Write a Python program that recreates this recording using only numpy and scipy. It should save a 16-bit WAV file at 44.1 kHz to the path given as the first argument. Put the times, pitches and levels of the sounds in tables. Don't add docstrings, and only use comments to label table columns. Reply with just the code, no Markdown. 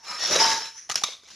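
import sys
import numpy as np
from scipy import signal
from scipy.fft import rfft, irfft, next_fast_len
from scipy.io import wavfile
from scipy.ndimage import uniform_filter1d, map_coordinates

SR = 44100
rng = np.random.default_rng(int(sys.argv[2]) if len(sys.argv) > 2 else 0)


def int16_out(signal):
    q = np.round(np.clip(np.atleast_2d(signal).T, -1, 1) * 32767)
    wavfile.write(sys.argv[1], SR, q.astype(np.int16))


def boost_factor(decibels):
    exponent = np.asarray(decibels, float) / 20
    return 10 ** exponent


N = 59535

# (time [s], level [dB])
RUB_EFFORT = [(0.0, -55), (0.026, -56.5), (0.052, -42.5), (0.112, -35.5), (0.178, -38), (0.232, -26),
              (0.302, -28), (0.33, -20.5), (0.354, -22), (0.362, -20), (0.378, -22.5), (0.418, -19.5),
              (0.526, -23), (0.666, -39), (0.742, -49.5), (0.78, -47), (0.866, -60), (0.88, -69.5)]
# (pitch [Hz], width [Hz], level [dB])
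OPEN_MOUTH = [(635, 160, -11), (1280, 330, -6), (2280, 200, -3), (3700, 380, 4), (6100, 400, -12),
              (7400, 500, -9)]
LID_OFF_S = 1.03
GRIP_CHANGE_S = 0.024


def unit(x):
    return x / np.sqrt(np.mean(x ** 2) + 1e-20)


def along(points, hz):
    f, v = np.transpose(points)
    return np.interp(np.log(hz + 1), np.log(f + 1), v)


def level(rows):
    s, db = np.transpose(rows)
    after = db[-1] if s[-1] > 1 else -120
    return boost_factor(np.interp(np.arange(N) / SR, s, db, left=-120, right=after))


def fade(start, end, ramp_s):
    t = np.arange(N) / SR
    return np.clip(np.minimum(t - start, end - t) / ramp_s + .5, 0, 1)


def wobble(rate):
    knots = rng.standard_normal(int(N * rate / SR) + 4)
    return map_coordinates(knots, [np.arange(N) * rate / SR])


def filtered(x, response):
    m = next_fast_len(x.shape[-1] + 8192)
    spectrum = rfft(x, m) * response(np.fft.rfftfreq(m, 1 / SR))
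    return irfft(spectrum, m)[..., :x.shape[-1]]


def body(peaks):
    def ring(f, k, c, w, db):
        return (-1) ** k * boost_factor(db) * 1j * f * w / (c * c - f * f + 1j * f * w)
    return lambda f: sum(ring(f, k, *peak) for k, peak in enumerate(peaks))


def colour(points):
    return lambda hz: boost_factor(along(points, hz))


def grit(grain_db, slow_db, patchy_db):
    x = rng.standard_normal(N) * boost_factor(grain_db * wobble(900) + slow_db * wobble(70.76))
    z = signal.stft(x, nperseg=256)[2]
    patches = uniform_filter1d(rng.standard_normal(z.shape), size=3, axis=0)
    patches = uniform_filter1d(patches, size=5, axis=1)
    return unit(signal.istft(z * boost_factor(patchy_db * unit(patches)), nperseg=256)[1][:N])


def hiss():
    # (pitch [Hz], level [dB per Hz])
    hiss_tone = [(24, -51), (40, 1), (886, -9), (1210, -1.5), (2760, -38), (3610, -32), (13000, -36)]
    return boost_factor(-66) * unit(filtered(rng.standard_normal(N), colour(hiss_tone)))


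def room(x):
    level_db, t60_s, low_hz = -9.5, 0.39, 1800
    t = np.arange(SR // 3) / SR
    tail = rng.standard_normal(len(t)) * boost_factor(-60 * t / t60_s) * (t > .004)
    thinned = filtered(x, lambda hz: 1j * hz / (low_hz + 1j * hz))
    return boost_factor(level_db) * signal.fftconvolve(thinned, tail / np.linalg.norm(tail))[:N]


def brush():
    # (time [s], level [dB])
    stroke = [(.735, -58), (.756, -50.5), (.78, -43.5), (.82, -47.5), (.866, -54.5), (.885, -54)]
    # (pitch [Hz], width [Hz], level [dB])
    touched_foil = [(1860, 720, -6), (5960, 780, -2.5), (9800, 400, -4.5)]
    ring = body(touched_foil)
    slips = grit(grain_db=1.8, slow_db=0.4, patchy_db=0.2)
    return level(stroke) * unit(filtered(slips, lambda f: ring(f) * abs(ring(f)) ** 1.1))


def ticks():
    # (time [s], peak [dB], pitch [Hz], time to fade by 60 dB [s])
    creases = [(.9139, -21, 6550, .015), (.9196, -26.5, 6030, 0.026), (.9443, -28, 5760, 0.013),
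               (.9564, -9.5, 8900, 0.0077), (.9567, -13, 10860, 0.0062), (.9751, -28, 3210, 0.022),
               (1.0426, -18, 3640, .017), (1.0369, -14, 6210, 0.014), (1.0411, -22.5, 2310, 0.033),
               (.8989, -17.5, 3015, 0.019), (.9001, -21.5, 1990, 0.023), (1.0831, -34, 2190, .061),
               (1.0871, -36.5, 560, 0.031), (1.1421, -39, 3710, .041), (1.2461, -49, 5140, .08),
               (1.2864, -43, 5860, .031), (1.2881, -48, 4300, .031), (1.2871, -45, 2000, .041),
               (1.3021, -45, 6410, .024), (1.3061, -39, 5805, 0.026), (1.3351, -48, 4900, .031),
               (.3609, -5, 3550, .0022), (.4296, -10, 4010, .0011), (.4604, -12, 4500, 0.00091),
               (.3266, -10, 5010, 0.0018), (1.0367, -12, 8730, 0.0069), (1.305, -47, 5050, .03)]
    slack_db, slack_from_s = -5, 1.2
    spike_s, spike_db = .8984, -1
    out, t = np.zeros(N + SR), np.arange(SR // 8) / SR
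    for s, db, hz, t60 in creases:
        fading = boost_factor(db + slack_db * (s > slack_from_s) - 60 * t / t60)
        onset = np.clip((t + 1 / SR) / t60 * 20, 0, 1)
        out[round(s * SR):][:len(t)] += fading * np.cos(2 * np.pi * hz * t) * onset
    spike = round(spike_s * SR)
    out[spike] += boost_factor(spike_db)
    out[spike + 1:][:40] -= boost_factor(spike_db) / 40
    return out[:N]


def peel():
    # (time [s], level [dB])
    rustle = [(.88, -64), (.897, -56), (.902, -42), (.947, -50), (.955, -58), (.962, -39), (1.024, -43),
              (1.028, -56), (1.036, -62), (1.044, -38), (1.085, -38), (1.14, -45), (1.19, -56),
              (1.235, -64), (1.25, -57), (1.27, -57), (1.29, -51), (1.35, -51)]
    # (pitch [Hz], level [dB per Hz])
    foil_tone = [(35, -54), (100, -9.5), (550, -10), (2000, -5), (5000, -4.5), (13000, -14.5)]
    t = np.arange(N) / SR
    slips = grit(grain_db=2, slow_db=1.5, patchy_db=1.5)
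    opened = (t > LID_OFF_S) * (t < 1.275)
    plain = boost_factor(-9 * opened) * unit(filtered(slips, colour(foil_tone)))
    ringing = boost_factor(-0.5) * opened * unit(filtered(slips, body(OPEN_MOUTH)))
    return boost_factor(4.5) * level(rustle) * (plain + ringing)


def snaps():
    # (time [s], peak [dB], crack's time to fade by 60 dB [s], note [Hz], note over crack [dB])
    releases = [(0.892, -26, 0.025, 743, 1.5), (.898, -14.5, 0.04, 794, -0.5),
                (0.8983, -23.5, 0.036, 2890, 8), (0.9026, -16.5, 0.013, 1220, 4),
                (0.9129, -12.5, 0.033, 6230, -8), (0.919, -15.5, 0.067, 1215, 0.5),
                (0.9426, -20, 0.012, 1290, -2), (.956, -6, .05, 5500, 4.5), (0.976, -17.5, 0.089, 3360, 0),
                (1.0205, -34, .03, 800, 15), (1.0364, -5, 0.042, 1210, -0.5),
                (1.037, -15, 0.047, 3564, 13.5), (1.041, -21, .03, 3830, 7), (1.087, -35, 0.048, 507, 11.5),
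                (1.234, -42, 0.12, 420, 2.5), (1.245, -44.5, .08, 4880, 3), (1.285, -37, 0.066, 2000, 1),
                (1.303, -35.5, 0.055, 2900, 3), (0.312, -20, 0.081, 348, 7.5), (.326, -23, 0.019, 4400, 4),
                (0.361, -12, 0.066, 518, 9), (0.4, -15, 0.023, 900, -28), (.429, -17, .02, 900, -7),
                (0.656, -23.5, 0.2, 5400, 2.5)]
    # (pitch [Hz], level [dB per Hz])
    crack_tone = [(35, -38), (150, -6.5), (400, -11), (1000, -0.5), (4000, 0), (13000, -7.5)]
    rise_s, note_t60_s, sharp_t60_s = 0.00056, 0.037, 0.021
    sharp_share = 0.77
    out, t = np.zeros(N + SR), np.arange(SR // 5) / SR
    for s, db, t60, hz, note_db in releases:
        white = rng.standard_normal(len(t))
        noise = unit(filtered(white, colour(crack_tone)))
        noise = noise + (s > LID_OFF_S) * boost_factor(-26) * unit(filtered(white, body(OPEN_MOUTH)))
        sharp = sharp_share * boost_factor(-60 * t / sharp_t60_s)
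        soft = (1.3 - sharp_share) * boost_factor(-60 * t / t60)
        note = boost_factor(note_db - 60 * t * (1 + hz / 3000) / note_t60_s) * np.sin(2 * np.pi * hz * t)
        hit = (1 - np.exp(-t / rise_s)) * (noise * (sharp + soft) + note)
        out[round(s * SR):][:len(t)] += boost_factor(db - 8) * hit
    return out[:N]


def squeaks():
    # (start [s], end [s], pitch [Hz], level over the rubbing [dB])
    skin_squeaks = [(0.038, 0.186, 5352, -6), (.061, 0.087, 6952, -8), (0.05, .171, 4062, -7.5),
                    (0.097, .181, 1232, -6.5), (0.192, .263, 1869, -6.5), (0.22, .266, 5582, -4.5),
                    (.321, .349, 5762, -6.5), (.325, 0.39, 3900, -8), (.399, 0.45, 4989, -5),
                    (.416, 0.47, 5502, -8), (.401, .451, 1114, -12), (.491, 0.596, 1647, -10),
                    (0.487, 0.564, 2022, -13.5), (.626, .673, 5382, -2), (0.632, 0.7, 4002, -3.5),
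                    (0.082, 0.13, 850, -11)]
    waver_db, drift_rad = 3.5, 1.5
    t, out = np.arange(N) / SR, np.zeros(N)
    for start, end, hz, db in skin_squeaks:
        loudness = fade(start, end, .012) * boost_factor(db + waver_db * wobble(90))
        out = out + loudness * np.sin(2 * np.pi * hz * t + drift_rad * wobble(69.8))
    return level(RUB_EFFORT) * out


def tube():
    # (pitch [Hz], level [dB])
    air_notes = [(898, 2), (938, -9)]
    start_s, end_s = 0.3967, .77
    waver_db, drift_rad = 2.8, 0.85
    t = np.arange(N) / SR
    sag_hz = 7 * np.exp(-((t - .59) / 0.037) ** 2)
    song = np.zeros(N)
    for hz, db in air_notes:
        phase = 2 * np.pi * np.cumsum(hz - sag_hz) / SR + drift_rad * wobble(39.7)
        song = song + boost_factor(db + waver_db * wobble(45.6)) * np.sin(phase)
    thinning_db = -4 * np.clip((t - .6) * 20, 0, 1)
    tiring_db = -13 * np.clip(t - start_s, 0, .35)
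    slip_db = -19 * np.exp(-((t - 0.6) / 0.0054) ** 2)
    return fade(start_s, end_s, GRIP_CHANGE_S) * level(RUB_EFFORT) * boost_factor(thinning_db + tiring_db + slip_db) * song


def rubbing():
    # (pitch [Hz], level [dB per Hz])
    grit_tone = [(24, -51.5), (50, -11.5), (250, -7.5), (450, -3), (1500, 4), (4000, -1.5), (13000, -8)]
    # (start [s], end [s], ringing over plain grit [dB])
    grips = [
        (0, 0.048, 4),
        (0.064, 0.187, 2.5),
        (0.18, 0.313, -1),
        (0.285, 0.419, -3.5),
        (0.392, 0.628, -3),
        (0.606, 0.76, -2),
    ]
    # (pitch [Hz], width [Hz], level [dB])
    loose = [(576, 12, -8.5), (976, 26, -4), (1223, 176, -6.5), (2370, 120, -8.5), (4050, 210, -15.5),
             (5340, 92, -7), (7290, 120, -13.5), (9340, 74, -12.5)]
    # (pitch [Hz], width [Hz], level [dB])
    tilted = [(613, 65, -8.5), (1830, 90, -13), (2670, 180, -10.5), (3530, 410, -5.5), (4400, 260, -5.5),
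              (5510, 380, -6.5)]
    # (pitch [Hz], width [Hz], level [dB])
    rocking = [(172, 52, -12.5), (266, 28, -6.5), (364, 65, 1), (420, 50, 4), (600, 94, 1),
               (5570, 760, -9.5)]
    # (pitch [Hz], width [Hz], level [dB])
    held = [(420, 74, -3), (1114, 31, 6), (1680, 110, -0.5), (1954, 59, -0.5), (3095, 19, 6.5),
            (3920, 100, 4.5), (4870, 200, 3), (5530, 560, -1), (6600, 410, -8.5)]
    touch = [(900, 30, 1.5), (5500, 500, -14)]
    let_go = [(420, 28, -18), (1658, 170, -6.5), (3080, 80, -4.5), (3980, 90, -7.5), (5340, 130, -1)]
    bodies = [touch, loose, tilted, rocking, held, let_go]
    light_s, light_db, light_hz = 0.65, -7.5, 1300
    t = np.arange(N) / SR
    out = unit(filtered(grit(grain_db=2, slow_db=1, patchy_db=2), colour(grit_tone)))
    lows = filtered(out, lambda hz: 1 / (1 + (hz / light_hz) ** 4))
    out = out - lows * (1 - boost_factor(light_db)) * np.clip((t - light_s) / 0.037 + .5, 0, 1)
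    for (start, end, db), peaks in zip(grips, bodies):
        ringing = unit(filtered(grit(grain_db=0, slow_db=0.5, patchy_db=-0.5), body(peaks)))
        out = out + boost_factor(db) * fade(start, end, GRIP_CHANGE_S) * ringing
    return boost_factor(-1) * level(RUB_EFFORT) * out


def scene():
    hits = snaps()
    foil = brush() + peel() + hits + ticks()
    can = rubbing() + tube() + squeaks()
    mono = hiss() + room(hits) + foil + can
    return np.array([mono, mono])


def microphone(x):
    # (pitch [Hz], gain [dB])
    mic_tone = [(3000, -3), (4700, 0), (5700, 3.5), (6800, 1.5), (7700, -10), (8400, -12), (10000, -8.5),
                (13000, -19)]
    return filtered(x, lambda hz: boost_factor(along(mic_tone, hz)) * np.where(hz < 13200, 1, boost_factor(-30)))


def treble_patches(mono):
    # (start [s], end [s])
    patch_times = [
        (0, .35),
        (.4, .86),
        (.893, .93),
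        (.975, 1.03),
        (1.037, 1.135),
        (1.2, 1.275),
        (1.295, 1.35),
    ]
    # (pitch [Hz], share [0 to 1])
    patch_share = [(4200, 0), (4400, .5), (6000, .65), (8000, .65), (9000, .9), (13000, .85)]
    hz, t, z = signal.stft(mono, SR, nperseg=512)
    draw = rng.random((len(hz) // 9 + 1, len(t) // 7 + 1))
    draw = draw.repeat(9, 0).repeat(7, 1)[:len(hz), :len(t)]
    in_time = np.any([(t > a) & (t < b) for a, b in patch_times], axis=0)
    on = (draw < along(patch_share, hz)[:, None]) & in_time
    strength = np.sqrt(uniform_filter1d(abs(z) ** 2, size=5, axis=0) / 4)
    boost = boost_factor(np.where(hz > 8000, 3.75, 0.75))[:, None]
    noise = rng.standard_normal(z.shape) + 1j * rng.standard_normal(z.shape)
    side = signal.istft(boost * strength * noise * on, SR, nperseg=512)[1][:N]
    return np.array([mono + side, mono - side])


def roll_off(x):
    return signal.sosfilt(signal.butter(12, 14440, fs=SR, output="sos"), x)


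def record(dry):
    mix = treble_patches(microphone(dry[0]))
    return roll_off(mix)


dry = scene()
out = record(dry)
int16_out(out)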